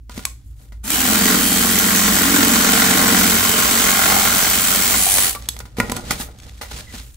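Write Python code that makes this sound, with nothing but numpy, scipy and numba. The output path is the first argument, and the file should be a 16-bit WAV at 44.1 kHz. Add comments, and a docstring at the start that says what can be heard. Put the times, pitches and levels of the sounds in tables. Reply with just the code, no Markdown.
"""Over a low beating hum, a plastic pipe and tools are knocked about, clothes rustle and bright metallic clicks ring.
A cordless reciprocating saw then spins up to about 46 strokes a second: filtered noise clacks with the gear at
both ends of the stroke, the teeth bite on the pull, and jolts shake resonators tuned to the pipe.
The motor coasts to rest; saw and pipe are set down with blows of noise and ringing modes, squeaks and rustling.
The room adds a short decaying noise tail to the saw, blows, clicks and squeaks."""
import sys
import numpy as np
from scipy import signal
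from scipy.fft import rfft, irfft
from scipy.io import wavfile
from scipy.ndimage import uniform_filter1d
from numba import njit

SR = 44100
rng = np.random.default_rng(int(sys.argv[2]) if len(sys.argv) > 2 else 0)


def put_to_file(sound):
    """Save the sound as 16-bit audio at rate SR, in the file named by the first command-line argument."""
    columns = np.atleast_2d(sound).T  # one column per channel
    safe = np.clip(columns, -1, 1)
    whole_steps = np.round(safe * 32767)
    wavfile.write(sys.argv[1], SR, whole_steps.astype(np.int16))


N = 315756
BINS_HZ = np.maximum(np.fft.rfftfreq(N, 1 / SR), 1)

# Gently wavering low hum tones, which are nearly in step at IN_STEP_S, and the rumble beneath them.
HUM_TONES_HZ, IN_STEP_S = (54.28, 58.78, 60.53), .974
# Mean levels of the three tones in dB.
HUM_TONES_DB = (-41.5, -44.5, -49)
# Rumble spectrum. Each row: frequency in Hz, relative density in dB per Hz.
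HUM = [(20, -11), (40, 2), (58, 4), (80, 3), (120, 2.5), (150, -19.5), (300, -17), (500, -47)]
HUM_DB = -42.5

# Blows of pipe and saw. Each row: start in seconds, relative crack in dB, relative ring in dB,
# frequency in Hz near which modes ring most, relative thud in dB, crack decay in seconds for 60 dB.
KNOCKS = [(0.095, -30.5, -36.5, 1300, -37, 0.029), (0.1761, -25, -51, 791, -19.5, 0.04),
          (0.1915, -28, -37, 1450, -34, 0.031), (0.721, -45, -48, 1540, -42, 0.15),
          (5.183, -4.5, -38, 1970, -57, 0.032), (5.349, -20, -42, 1230, -59, 0.056),
          (5.565, -23.5, -56, 1020, -61, 0.02), (5.602, -25, -38, 1435, -53, 0.049),
          (5.6536, -36, -44, 1420, -46, 0.078), (5.768, -30, -49, 2270, -41, 0.22),
          (5.7839, -26, -22.5, 600, -15, 0.13), (5.8, -8.5, -8, 1920, -11, 0.018),
          (5.896, -18.5, -23, 2280, -17, 0.034), (5.9194, -11.5, -27.5, 950, -18, 0.012),
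          (5.966, -18, -28.5, 1440, -26, 0.031), (6.1069, -11.5, -21.5, 1230, -24, 0.098),
          (6.199, -35, -29, 720, -25, 0.083), (6.214, -27, -46, 710, -45, 0.13),
          (6.612, -24, -30.5, 800, -45, 0.21), (6.7118, -34, -34, 740, -47, 0.11),
          (6.785, -30, -46, 600, -42, 0.046), (6.939, -34, -48, 600, -28.5, .05),
          (6.998, -31, -56, 2080, -36, 0.042)]
# Ringing modes of the pipe. Each row: frequency in Hz, relative level in dB, t60 in seconds.
PIPE = [(472, 6.5, 0.22), (750, -2, 0.13), (997, 4, 0.1), (1256, 0.5, 0.035), (1426, -1.5, 0.092),
        (1930, 0, 0.027), (2070, -1.5, 0.026), (2320, -3, 0.037)]
# Modes of the short offcut. Each row: frequency in Hz, relative level in dB, t60 in seconds.
OFFCUT = [(395, -10, .08), (590, -19, 0.073), (834, 3.5, 0.044), (1270, -0.5, 0.053), (1495, -2, .07),
          (1980, -1, .06), (2500, 0, .05)]
OFFCUT_S = 6.05  # from then on the offcut is what is knocked
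# Modes of the floor boards. Each row: frequency in Hz, relative level in dB, t60 in seconds.
THUD = [(111, -26, 0.051), (203, -44, 0.049), (233, -18, 0.063), (350, -19, 0.012)]
SNAP_DB, SNAP_T60_S = 1, 0.0096  # the first instant of a blow, against its tabled crack
BRIGHT_PER_DB = 0.6  # extra treble dB per dB of crack: harder blows crack brighter
RUB_WIDTH_HZ, RUB_LIFT_DB = 70, 7  # cracks and scuffs are coloured by the pipe modes
# The saw is put down to the right. Each row: time in seconds, left minus right of the bright clicks in dB.
ASIDE = [(5.4, 0), (5.48, -2.5), (5.8, -6), (6.2, -3), (6.4, 0)]

# Swishes of cloth and hands. Each row: time of the height in seconds, swell in seconds, fade in seconds,
# hiss in dB, thin treble hiss in dB, dull scuff in dB.
SWISHES = [(0.11, 0.011, 0.17, -44.5, -58, -57), (0.17, 0.054, 0.15, -41, -44, -38.5),
           (0.48, 0.064, .08, -70, -57, -84), (0.61, 0.092, 0.22, -59, -53.5, -54),
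           (5.44, 0.72, 0.32, -45.5, -68, -45.5), (5.6, 0.11, 0.22, -70, -66, -47.5),
           (5.83, 0.051, 0.64, -50, -67, -30), (5.96, 0.18, 0.17, -38.5, -59, -42),
           (6.115, 0.094, 0.12, -29, -47, -32), (6.211, 0.044, 0.065, -33.5, -27, -41),
           (6.44, 0.15, 0.73, -48.5, -68, -78), (6.715, 0.03, 0.086, -37, -55, -44),
           (6.79, 0.12, 0.078, -34, -45, -37), (6.945, 0.09, 0.15, -35.5, -46, -39),
           (7.06, .1, 0.27, -74, -49, -72)]
SWISH_DEPTH_DB = 22  # level change over one swell time or one fade time
STIR_S, STIR_HISS_DB, STIR_SCUFF_DB = 0.13, -73.5, -73  # faint stirring from then on
# Cloth spectrum. Each row: frequency in Hz, relative density in dB per Hz.
CLOTH = [(590, -45), (1000, -6), (2030, -5), (2330, -5), (3800, -2), (5570, -6), (7440, -5.5), (16000, -18)]
# Thin treble cloth spectrum. Each row: frequency in Hz, relative density in dB per Hz.
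FINE_CLOTH = [(3000, -29), (7000, 4), (12000, 3), (16000, 0)]
# Dull scuff spectrum. Each row: frequency in Hz, relative density in dB per Hz.
SCUFF = [(100, 11.5), (200, 16), (500, -2), (1500, -6.5), (3000, -21), (6000, -46)]

# Short bright metallic clicks, among them the saw's first clacks. Each row: start in seconds,
# relative peak in dB, relative treble in dB, ring in dB, frequency in Hz near which modes ring most.
TICKS = [(0.252, -3, -6, -18.5, 7950), (0.8425, -45, -35, -58, 6460), (0.9034, -8, -5, -42, 6500),
         (5.4226, -23, -44, -37, 5100), (5.458, -29, -50, -38, 3700), (5.4875, -20, -6.5, -13, 4070),
         (5.5896, -28, -20.5, -37, 8000), (5.9168, -42, -30, -22, 8200), (5.9648, -42, -22, -24.5, 8300),
         (6.3866, -33, -44, -41, 4300), (6.4, -28, -46, -40, 4300), (6.433, -26, -46, -42, 4250),
         (6.494, -25, -52, -43.5, 4300), (6.579, -33, -48, -46, 4300), (7.1437, -41, -39, -55, 5030)]
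# Modes of the metallic ring. Each row: frequency in Hz, relative level in dB, t60 in seconds.
METAL = [(1900, -6, 0.0079), (3420, -4.5, 0.044), (3860, -5, 0.028), (4380, -5, 0.027), (5200, -4.5, .015),
         (6400, 4.5, 0.018), (6800, -12, .02), (7970, 4.5, 0.022), (11200, 2, 0.034), (14900, 3, .015)]
# Short squeaks. Each row: start in seconds, length in seconds, start pitch in Hz, end pitch in Hz, level in dB.
SQUEAKS = [(0.255, 0.033, 1200, 1010, -35), (5.347, 0.047, 1190, 1150, -31.5),
           (6.87, 0.03, 2030, 1870, -43), (6.893, 0.039, 1950, 2030, -46)]

# Crank motion: spin-up, steady running, coasting. Each row: time in seconds, strokes done;
# a whole number starts a pull.
STROKES = [(0.83, 0.9), (0.84, 1.0), (0.875, 1.45), (0.903, 2.0), (0.932, 3.0), (1.1, 10.04), (1.3, 19.02),
           (1.55, 30.52), (2.15, 58.32), (3.35, 113.42), (3.95, 141.09), (4.85, 182.74), (5.05, 192.22),
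           (5.255, 202.0), (5.279, 203.0), (5.3085, 204.0), (5.3285, 204.5), (5.35, 205.0), (5.45, 205.45)]
FULL_SPEED = 46  # strokes a second
MOTOR_DB, DB_PER_HALF_SPEED = -17.5, 6.5  # level at full speed; loss per halving of speed
RELEASE_S, COAST_DB_PER_S = 5.28, 72  # the trigger is let go
COAST_HUSH_DB_PER_S = 70  # coasting, the hiss loses this as well
# Motor spectrum. Each row: frequency in Hz, relative density in dB per Hz.
MOTOR = [(300, -35), (500, -12), (1400, -5), (2700, -0.5), (3200, -1.5), (5000, -3.5), (7500, -2.5),
         (12300, -4), (14000, -3.5), (16000, -8)]
# Resonances of the saw housing. Each row: frequency in Hz, width in Hz, relative lift in dB.
HOUSING = [(6220, 250, -3), (7700, 900, 0), (11400, 400, -6), (14450, 600, 0), (15600, 700, 0)]
# Gear backlash spectrum. Each row: frequency in Hz, relative density in dB per Hz.
CLACK = [(1500, -23), (4000, -1.5), (8000, -1), (11000, -0.5), (16000, 2.5)]
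CLACK_DB = -6  # against the motor
WHINE_DB, WHINE_PER_BITE, WHINE_TOP_DB = -23, -1.7, -3  # against the motor; louder as the blade runs free
# Rough resonances in the rasp. Each row: mean frequency in Hz, wander in Hz, t60 in seconds,
# mean level against the motor in dB.
RASP = [(1274, 100, 0.0055, -14.5), (3120, 69, 0.0064, -17.5), (4450, 78, 0.0037, -18),
        (6280, 130, 0.0043, -14), (7480, 280, 0.0024, -15), (11140, 390, 0.0049, -18.5)]
RASP_SWELL_DB = 3.3
# Faint gear whine. Each row: multiple of the stroke rate, relative level in dB.
GEARS = [(69.2, -21.5), (96.0, -26)]

# Course of the cut. Each row: time in seconds, then levels in dB relative to the motor: bite of the teeth,
# shake of the pipe, bounce at every second pull, hollow ring.
CUT = [(0.83, -11.5, -6, -47, -26), (0.95, -6.5, -10.5, -38, -14), (1.15, -2, -4, -10, -16),
       (1.34, -1, -0.5, -7, -27), (1.48, -9.5, -5, -14, -18), (1.8, -4.5, -3.5, -13, -24),
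       (2.1, -2, -5, -7.5, -19), (2.3, -1.5, -1.5, -16, -24), (2.7, 1, -3.5, -11, -13.5),
       (3.1, 0.5, -1.5, -9.5, -12.5), (3.25, 0, 0, -10, -13), (3.45, -2, -9.5, -55, -23),
       (3.9, -2, -8.5, -35, -15), (4.1, -1, -11, -13, -6), (4.4, -4, -14, -22, -15.5),
       (4.7, -7.5, -12, -50, -19.5), (4.95, -5.5, -12, -42, -24), (5.1, -34, -26.5, -52, -11.5),
       (5.26, -9.5, -27, -45, -27), (5.423, -51, -19, -45, -14)]
# Spectrum of the teeth. Each row: frequency in Hz, relative density in dB per Hz.
TEETH = [(70, -6), (150, 0.5), (400, -4.5), (1000, 3), (2000, 3), (4000, -5.5), (8000, -2.5),
         (16000, -16.5)]
# Resonances of the pipe wall under the teeth. Each row: frequency in Hz, width in Hz, relative lift in dB.
WALL = [(610, 18, 10.5), (1000, 88, 3.5), (1080, 17, 8.5), (1425, 114, 8), (1626, 39, -1), (2237, 61, -9.5),
        (3070, 110, 2), (3810, 390, 2), (4340, 190, -1), (5480, 280, -3)]
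HOLLOW_HZ, HOLLOW_WIDTH_HZ = 780, 185
# Blade against the pipe. Each row: time in seconds, slap against the teeth in dB, its mean pitch in Hz,
# relative gear whine in dB.
BLADE = [(0.9, -29, 1840, 16), (1.3, -10.5, 1910, -5), (1.5, -10, 1910, 16.5), (2.0, -10.5, 1850, 3.5),
         (2.25, -12.5, 1870, -10), (2.65, -17.5, 1850, -3), (3.0, -11, 1890, -16), (3.5, -17, 2130, -10),
         (4.05, -11.5, 2130, 2), (4.4, -11, 2120, 3), (4.7, -13, 2090, 8), (5.2, -15, 2090, -4)]
SLAP_WANDER_HZ = 59

# The shaken pipe's pitch rises with the motor, falls, then keeps wandering through the cut. Each row:
# time in seconds, mean pitch in Hz, overtone in Hz, overtone against the shake in dB.
SHAKE_PITCH = [(0.84, 190, 400, -14), (0.92, 310, 440, -10), (1.0, 285, 450, -12), (1.11, 228, 455, -8),
               (1.37, 212, 430, -9), (1.45, 240, 450, -12), (1.88, 208, 440, -10), (2.2, 228, 440, -9),
               (2.42, 275, 445, -10), (2.6, 225, 440, -6), (3.15, 215, 455, -6), (3.4, 225, 425, -5),
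               (3.83, 245, 420, -4), (4.1, 210, 420, -6), (4.9, 234, 420, -8)]
# Steady pipe modes beside the moving ones. Each row: frequency in Hz, relative level in dB, t60 in seconds.
SHAKE = [(250, -6, .04), (315, -4, .04)]
SHAKE_WANDER_HZ, SHAKE_T60_S, OVERTONE_T60_S = 8, .055, .035
UNEVEN = 1.6  # how unequal two pulls jolt a bouncing pipe
SPIN_UP_HUM_DB, SPIN_UP_S = -30, .13  # the pipe hums clearly while the motor gathers speed
# Tones locked to the crank. Each row: multiple of the stroke rate, relative level in dB,
# share of the shake level they follow.
ORDERS = [(2.0, -22, 0.29), (3.0, -32, 0.53), (4.0, -18, 0.92), (5.0, -15, 0.67), (6.0, -13.5, 1)]
BOUNCE_ORDER = 4.5
# Dull spots in the saw's sound. Each row: frequency in Hz, width in Hz, depth from 0 to 1.
DIPS = [(352, 17, 0.84), (537, 106, 0.38), (944, 41, 0.73), (2720, 270, 0.37), (4980, 130, 0.2),
        (5860, 170, 0.4), (6400, 190, 0.32)]

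# Likeness of the two sides. Each row: frequency in Hz, share of power common to both.
LIKENESS = [(60, .96), (250, .96), (500, .78), (1000, .52), (2000, .48), (4000, .3), (8000, .42),
            (15000, .38)]
# Balance of the sides. Each row: frequency in Hz, left minus right in dB.
TILT = [(60, -3), (180, 0), (550, -1), (1650, 0.5), (4970, -2), (15000, 0.5)]
# Phase of the common part. Each row: frequency in Hz, lead of the left in radians.
LEAD = [(20, -0.73), (430, 0.4), (1000, -2.04), (1900, -0.26), (3000, 1.35), (5600, 0.88), (9400, 1.73),
        (16000, 1.35)]
ROOM_T60_S, ROOM_DB = 0.27, -11.5
CUTOFF_HZ = 15740


def from_db(db):
    """Decibel law: the amplitude gain of a level."""
    return 10 ** (np.asarray(db) / 20)


def fade_per_sample(t60):
    """Exponential decay: the pole radius that loses 60 dB in t60 seconds."""
    return from_db(-60 / (t60 * SR))


def rms_one(x):
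    """Normalisation of power: scaled to rms 1."""
    return x / np.sqrt(np.mean(x ** 2) + 1e-20)


def in_time(rows):
    """Linear interpolation: the columns of a curve, sample by sample."""
    s, *columns = np.transpose(rows)
    return [np.interp(np.arange(N) / SR, s, c) for c in columns]


def at_bins(points):
    """Interpolation on a logarithmic frequency axis, at every bin."""
    hz, value = np.transpose(points)
    return np.interp(np.log(BINS_HZ), np.log(np.maximum(hz, 1)), value)


def drift(rate):
    """Low-passed noise: a random wander of spread 1, mostly slower than a rate in Hz."""
    return rms_one(irfft(rfft(rng.standard_normal(N)) / (1 + (BINS_HZ / rate) ** 2), N))


def band(x, low_hz, high_hz):
    """Causal band-pass filtering."""
    return signal.sosfilt(signal.butter(2, [low_hz, high_hz], "band", fs=SR, output="sos"), x)


def ring(x, modes):
    """Modal superposition: x excites every mode as a damped two-pole resonator."""
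    out = 0
    for hz, db, t60 in modes:
        r, w = fade_per_sample(t60), 2 * np.pi * hz / SR
        out = out + signal.lfilter([0, from_db(db) * np.sin(w)], [1, -2 * r * np.cos(w), r * r], x + 1e-18)
    return out


@njit
def glide(x, hz, r, sr):
    """Time-varying resonance: a two-pole resonator whose pitch moves."""
    y = np.zeros(len(x))
    for i in range(2, len(x)):
        w = 2 * np.pi * hz[i] / sr
        y[i] = np.sin(w) * x[i - 1] + 2 * r * np.cos(w) * y[i - 1] - r * r * y[i - 2]
    return y


def pair(common, own):
    """Partial coherence: spectra of two sides from a phase-shifted common part and independent parts."""
    alike = np.clip(at_bins(LIKENESS), 0, 1)
    sides = np.array([[1], [-1]])
    shifted = rfft(common) * np.exp(.5j * sides * at_bins(LEAD))
    mixed = np.sqrt(alike) * shifted + np.sqrt(1 - alike) * rfft(own)
    return mixed * from_db(sides * at_bins(TILT) / 2)


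def resonance(hz, width):
    """Resonance curve: a Lorentzian of height 1."""
    return 1 / (1 + (2 * (BINS_HZ - hz) / width) ** 2)


def hiss(envelope, spectrum, peaks=(), lift_db=0):
    """Source and filter: stereo noise under an envelope, coloured and lifted at resonances; rms 1."""
    white = envelope * rng.standard_normal((3, N))
    bumps = 1 + sum(from_db(lift_db + db) * resonance(hz, width) for hz, width, db in peaks)
    return rms_one(irfft(pair(white[0], white[1:]) * bumps * from_db(at_bins(spectrum)), N))


def clicks(times, db):
    """Impulse excitation: a one-sample click at each time."""
    out = np.zeros(N)
    out[(np.asarray(times) * SR).astype(int)] = from_db(db)
    return out


def dying(times, db, t60):
    """Transient envelope: a rise within a millisecond or two, then exponential decay."""
    out, t = np.zeros(N), np.arange(SR // 2) / SR
    for s, level_db, decay in zip(times, db, t60):
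        i = int(s * SR)
        fall = from_db(level_db - 60 * t / max(decay, .005))
        rise = 1 - np.exp(-t / 0.0013)
        out[i:i + len(t)] += (fall * rise)[:N - i]
    return out


def struck(times, db, near_hz, modes, reach_db):
    """Selective modal excitation: modes weaken by reach_db for each octave from near_hz."""
    out = 0
    for mode in modes:
        octaves = np.abs(np.log2(mode[0] / near_hz))
        out = out + ring(clicks(times, db - reach_db * octaves), [mode])
    return out


def rubbed():
    """Resonant colouring: pipe modes, and two of the offcut's, as peaks in a noise."""
    return [(hz, RUB_WIDTH_HZ, RUB_LIFT_DB) for hz, db, t60 in PIPE + OFFCUT[1:3]]


def aside():
    """Level-difference panning: left and right gain of the bright clicks."""
    pan_db, = in_time(ASIDE)
    return from_db(np.array([[.5], [-.5]]) * pan_db)


def hum():
    """Beating: wavering low tones of nearby frequency interfere, over rumble."""
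    t = np.arange(N) / SR - IN_STEP_S
    tones = 0
    for hz, db in zip(HUM_TONES_HZ, HUM_TONES_DB):
        tones = tones + from_db(db + 2.2 * drift(3)) * np.cos(2 * np.pi * hz * t + .3 * drift(3))
    return np.sqrt(2) * tones + from_db(HUM_DB) * hiss(1, HUM)


def knocks():
    """Impact: each blow is a crack of noise, the modal ring of the pipe and a thud in the floor."""
    s, crack_db, ring_db, near_hz, thud_db, decay = np.transpose(KNOCKS)
    snap = dying(s, crack_db + SNAP_DB, np.full(len(s), SNAP_T60_S))
    body = dying(s, crack_db - 3, decay)
    grain = from_db(1.96 * drift(150))
    out = (snap + body) * hiss(grain, [(500, -4.5), (2000, -3.5), (4000, -1.0), (16000, -11)], rubbed())
    bright = dying(s, (1 + BRIGHT_PER_DB) * crack_db - 0.5, decay)
    out = out + aside() * bright * hiss(1, [(1500, -25), (4000, -12.0), (9000, 7), (16000, -4)])
    for hit, modes, reach_db in (s < OFFCUT_S, PIPE, 17.0), (s >= OFFCUT_S, OFFCUT, 9.0):
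        out = out + struck(s[hit] + 0.001326, ring_db[hit] + 0.5, near_hz[hit], modes, reach_db)
    return out + ring(band(clicks(s, thud_db + 16.5), 72, 400), THUD)


def rustle():
    """Friction noise: grainy cloth hiss and dull scuffing swell and fade with each move."""
    t = np.arange(N) / SR
    cloth = hiss(from_db(2.7 * drift(60) + 1.5 * drift(400)), CLOTH)
    fine = hiss(from_db(2.0 * drift(80)), FINE_CLOTH)
    scuff = hiss(from_db(2.0 * drift(16) + 2.0 * drift(110)), SCUFF, rubbed())
    out = (t > STIR_S) * (from_db(STIR_HISS_DB) * cloth + from_db(STIR_SCUFF_DB) * scuff)
    for s, swell, fade, hiss_db, fine_db, scuff_db in SWISHES:
        shape = from_db(-SWISH_DEPTH_DB * np.where(t < s, (s - t) / swell, (t - s) / fade))
        out = out + shape * (from_db(hiss_db) * cloth + from_db(fine_db) * fine + from_db(scuff_db) * scuff)
    return out


def ticks():
    """Impact of metal: a sharp click of noise and a short modal ring."""
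    s, peak_db, treble_db, ring_db, near_hz = np.transpose(TICKS)
    decay = np.full(len(s), .009)
    snap = dying(s, peak_db - 2.0, decay) * hiss(1, [(500, -9), (2000, 8.0), (6000, 1.5), (16000, -28)])
    treble = dying(s, treble_db + 7.0, decay) * hiss(1, [(3000, -11), (8000, 4), (12000, -1), (16000, -3.5)])
    return aside() * (snap + treble + struck(s + 0.0007, ring_db, near_hz, METAL, reach_db=9.0))


def squeaks():
    """Frequency modulation: slightly rough gliding tones that swell fast and fade."""
    out, waver = np.zeros(N), 1 + 0.024 * drift(60)
    for s, length, from_hz, to_hz, db in SQUEAKS:
        u = np.linspace(0, 1, int(length * SR))
        span = slice(int(s * SR), int(s * SR) + len(u))
        hz = (from_hz + (to_hz - from_hz) * u) * waver[span]
        out[span] += from_db(db) * np.sin(np.pi * u ** 0.42) * np.sin(2 * np.pi * np.cumsum(hz) / SR)
    return out * from_db(4.1 * drift(150))


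def motor_and_clack(clack, hush):
    """Backlash: motor noise pulses, and brighter noise clacks, as the gear takes up its play."""
    motor = hush * hiss((1 + 0.79 * clack) * from_db(1.0 * drift(40)), MOTOR, HOUSING, lift_db=-2)
    return motor + from_db(CLACK_DB) * hiss(clack, CLACK, HOUSING, lift_db=7)


def rasp(envelope):
    """Wandering resonance: noise in narrow bands, each swelling on its own."""
    out, white = 0, envelope * rng.standard_normal((3, N))
    for hz, wander_hz, t60, db in RASP:
        pitch, swell = hz + wander_hz * drift(2.7), from_db(db + RASP_SWELL_DB * drift(4.8))
        out = out + swell * rms_one(np.array([glide(w, pitch, fade_per_sample(t60), SR) for w in white]))
    return irfft(pair(out[0], out[1:]), N)


def gears(turns):
    """Gear mesh: rough, wavering tones at multiples of the stroke rate."""
    out = 0
    for k, db in GEARS:
        out = out + from_db(db + 0.98 * drift(32)) * np.sin(2 * np.pi * k * turns + 0.54 * drift(20))
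    return out


def teeth(pull, luck, tear):
    """Chip formation: noise surges in each pull, coloured by the resonances of the pipe wall."""
    bite = .9 * from_db(3.5 * luck) * np.exp(-((pull - .3) / 0.22) ** 2)
    return hiss((1 + bite) * tear, TEETH, WALL, lift_db=-3.5)


def hollow_ring(pull, luck, tear):
    """Cavity-like resonance: noise pulsed by each pull around one broad peak."""
    surge = (1 - np.exp(-pull / .08)) * np.exp(-pull / .2)
    envelope = (.3 + 3.0 * from_db(3.5 * luck) * surge) * tear
    return hiss(envelope, [(400, -26), (700, 8), (900, 6), (1500, -24)], [(HOLLOW_HZ, HOLLOW_WIDTH_HZ, 18)])


def blade_slap(turns, pull, luck, slap_hz):
    """Impact at the start of the pull: a click and a rattle excite a short moving resonance."""
    strike = np.roll(np.diff(turns.astype(int), prepend=0), round(0.001962 * SR))
    rattle = (1 - np.exp(-pull / .05)) * np.exp(-pull / .2) * rng.standard_normal((3, N))
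    bursts = from_db(1.8 * luck) * (.6 * strike + .07 * rattle)
    pitch = slap_hz + SLAP_WANDER_HZ * drift(9.4)
    rings = [glide(b, pitch, fade_per_sample(.017), SR) for b in bursts]
    return rms_one(irfft(pair(rings[0], rings[1:]), N))


def shaken_pipe(ends, luck, shake_db, bounce_db):
    """Forced vibration: jolts at the stroke ends drive moving and steady pipe modes; also gives the pitch."""
    turned = np.diff(ends, prepend=ends[0])
    push = np.where(ends % 2, .35, 1)  # the return is weak
    alternate = np.where(ends // 2 % 2, 1, -1)
    push = push * (1 + alternate * np.clip(UNEVEN * from_db(bounce_db - shake_db), 0, .8))
    jolts = np.roll(turned * push * from_db(2.5 * luck), round(0.003 * SR)) + 0.04 * rng.standard_normal(N)
    jolts = band(band(jolts, 175, 500), 160, 900)
    shake_hz, overtone_hz, overtone_db = in_time(SHAKE_PITCH)
    shake_hz = shake_hz + SHAKE_WANDER_HZ * drift(2.1)
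    shake = rms_one(glide(jolts, shake_hz, fade_per_sample(SHAKE_T60_S), SR) + ring(jolts, SHAKE))
    overtone = rms_one(glide(jolts, overtone_hz, fade_per_sample(OVERTONE_T60_S), SR))
    return from_db(shake_db - 3) * (shake + from_db(overtone_db) * overtone), shake_hz


def drone(turns, shake_db, bounce_db):
    """Harmonic orders: sines locked to the crank, each wandering in phase and most in level."""
    tones = [(round(k), db + share * shake_db + 2.5 * drift(2.5)) for k, db, share in ORDERS]
    tones = tones + [(BOUNCE_ORDER, bounce_db)]
    out = 0
    for k, db in tones:
        out = out + from_db(db) * np.cos(2 * np.pi * k * (turns - .3) + 0.55 * drift(5))
    return np.sqrt(2) * out


def saw():
    """Periodic excitation: the crank times the motor, gear, teeth and shaken pipe."""
    t = np.arange(N) / SR
    turns, = in_time(STROKES)
    speed = uniform_filter1d(np.gradient(turns) * SR, size=SR // 60) / FULL_SPEED
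    coasting = np.maximum(t - RELEASE_S, 0)
    hush = from_db(-COAST_HUSH_DB_PER_S * coasting)
    power_db = MOTOR_DB + DB_PER_HALF_SPEED * np.log2(speed + 1e-3) - COAST_DB_PER_S * coasting
    bite_db, shake_db, bounce_db, hollow_db = in_time(CUT)
    slap_db, slap_hz, gear_db = in_time(BLADE)

    ends = (2 * turns).astype(int)  # stroke ends passed so far
    luck = rng.standard_normal((ends[-1] + 1, 4))[ends].T  # each half stroke differs
    half, pull = 2 * turns % 1, turns % 1
    since = half / np.clip(speed, .3, 1)  # time since the reversal, in full-speed half strokes
    clack = 1.5 * from_db(2.0 * luck[0]) * (1 - np.exp(-since / 0.04)) * np.exp(-since / 0.22)
    tear = from_db(3.2 * drift(1500))  # teeth tear chips unevenly

    whine = hiss(1 + 2.2 * clack, [(7000, -27), (8500, 3.0), (10000, 8), (12000, -2.0), (15000, -29)])
    whine_db = np.minimum(WHINE_DB + WHINE_PER_BITE * bite_db, WHINE_TOP_DB)
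    drive = motor_and_clack(clack, hush) + hush * rasp((1 + clack) * tear) + hush * from_db(whine_db) * whine
    drive = drive + from_db(bite_db + gear_db + 2) * gears(turns)
    slap = from_db(slap_db) * blade_slap(turns, pull, luck[3], slap_hz)
    cut = from_db(bite_db) * (teeth(pull, luck[1], tear) + slap)
    cut = cut + from_db(hollow_db) * hollow_ring(pull, luck[3], tear)
    shake, shake_hz = shaken_pipe(ends, luck[2], shake_db, bounce_db)
    pipe = from_db([[-.6], [.6]]) * (shake + drone(turns, shake_db, bounce_db))  # slightly to the right

    from_start = t - STROKES[0][0]
    running = np.clip(from_start / 0.026, 0, 1) * from_db(power_db)
    dips = np.prod([1 - np.clip(depth, 0, 1) * resonance(hz, width) for hz, width, depth in DIPS], axis=0)
    out = irfft(rfft(running * (drive + cut + pipe)) * dips, N)
    spin_up = np.sin(np.pi * np.clip(from_start / SPIN_UP_S, 0, 1))
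    return out + from_db(SPIN_UP_HUM_DB) * spin_up * np.sin(2 * np.pi * np.cumsum(shake_hz) / SR)


def room(x):
    """Reverberation: convolution with a decaying noise tail, unlike on the two sides."""
    t = np.arange(SR // 2) / SR
    tail = rng.standard_normal((2, len(t))) * from_db(-60 * t / ROOM_T60_S) * (t > .004)
    tail = tail / np.sqrt(np.sum(tail ** 2, axis=1, keepdims=True))
    return from_db(ROOM_DB) * signal.fftconvolve(x, tail, axes=1)[:, :N]


def scene():
    """Superposition: blows, clicks, squeaks and saw in the room, with rustle and hum."""
    near = knocks() + ticks() + squeaks() + saw()
    return hum() + rustle() + near + room(near)


def record(dry):
    """Saturation and low-pass filtering: peaks are rounded, the top is cut."""
    rounded = 1.05 * np.tanh(dry / 1.05)
    return signal.sosfilt(signal.ellip(16, .3, 75, CUTOFF_HZ, fs=SR, output="sos"), rounded)


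dry = scene()
out = record(dry)
put_to_file(out)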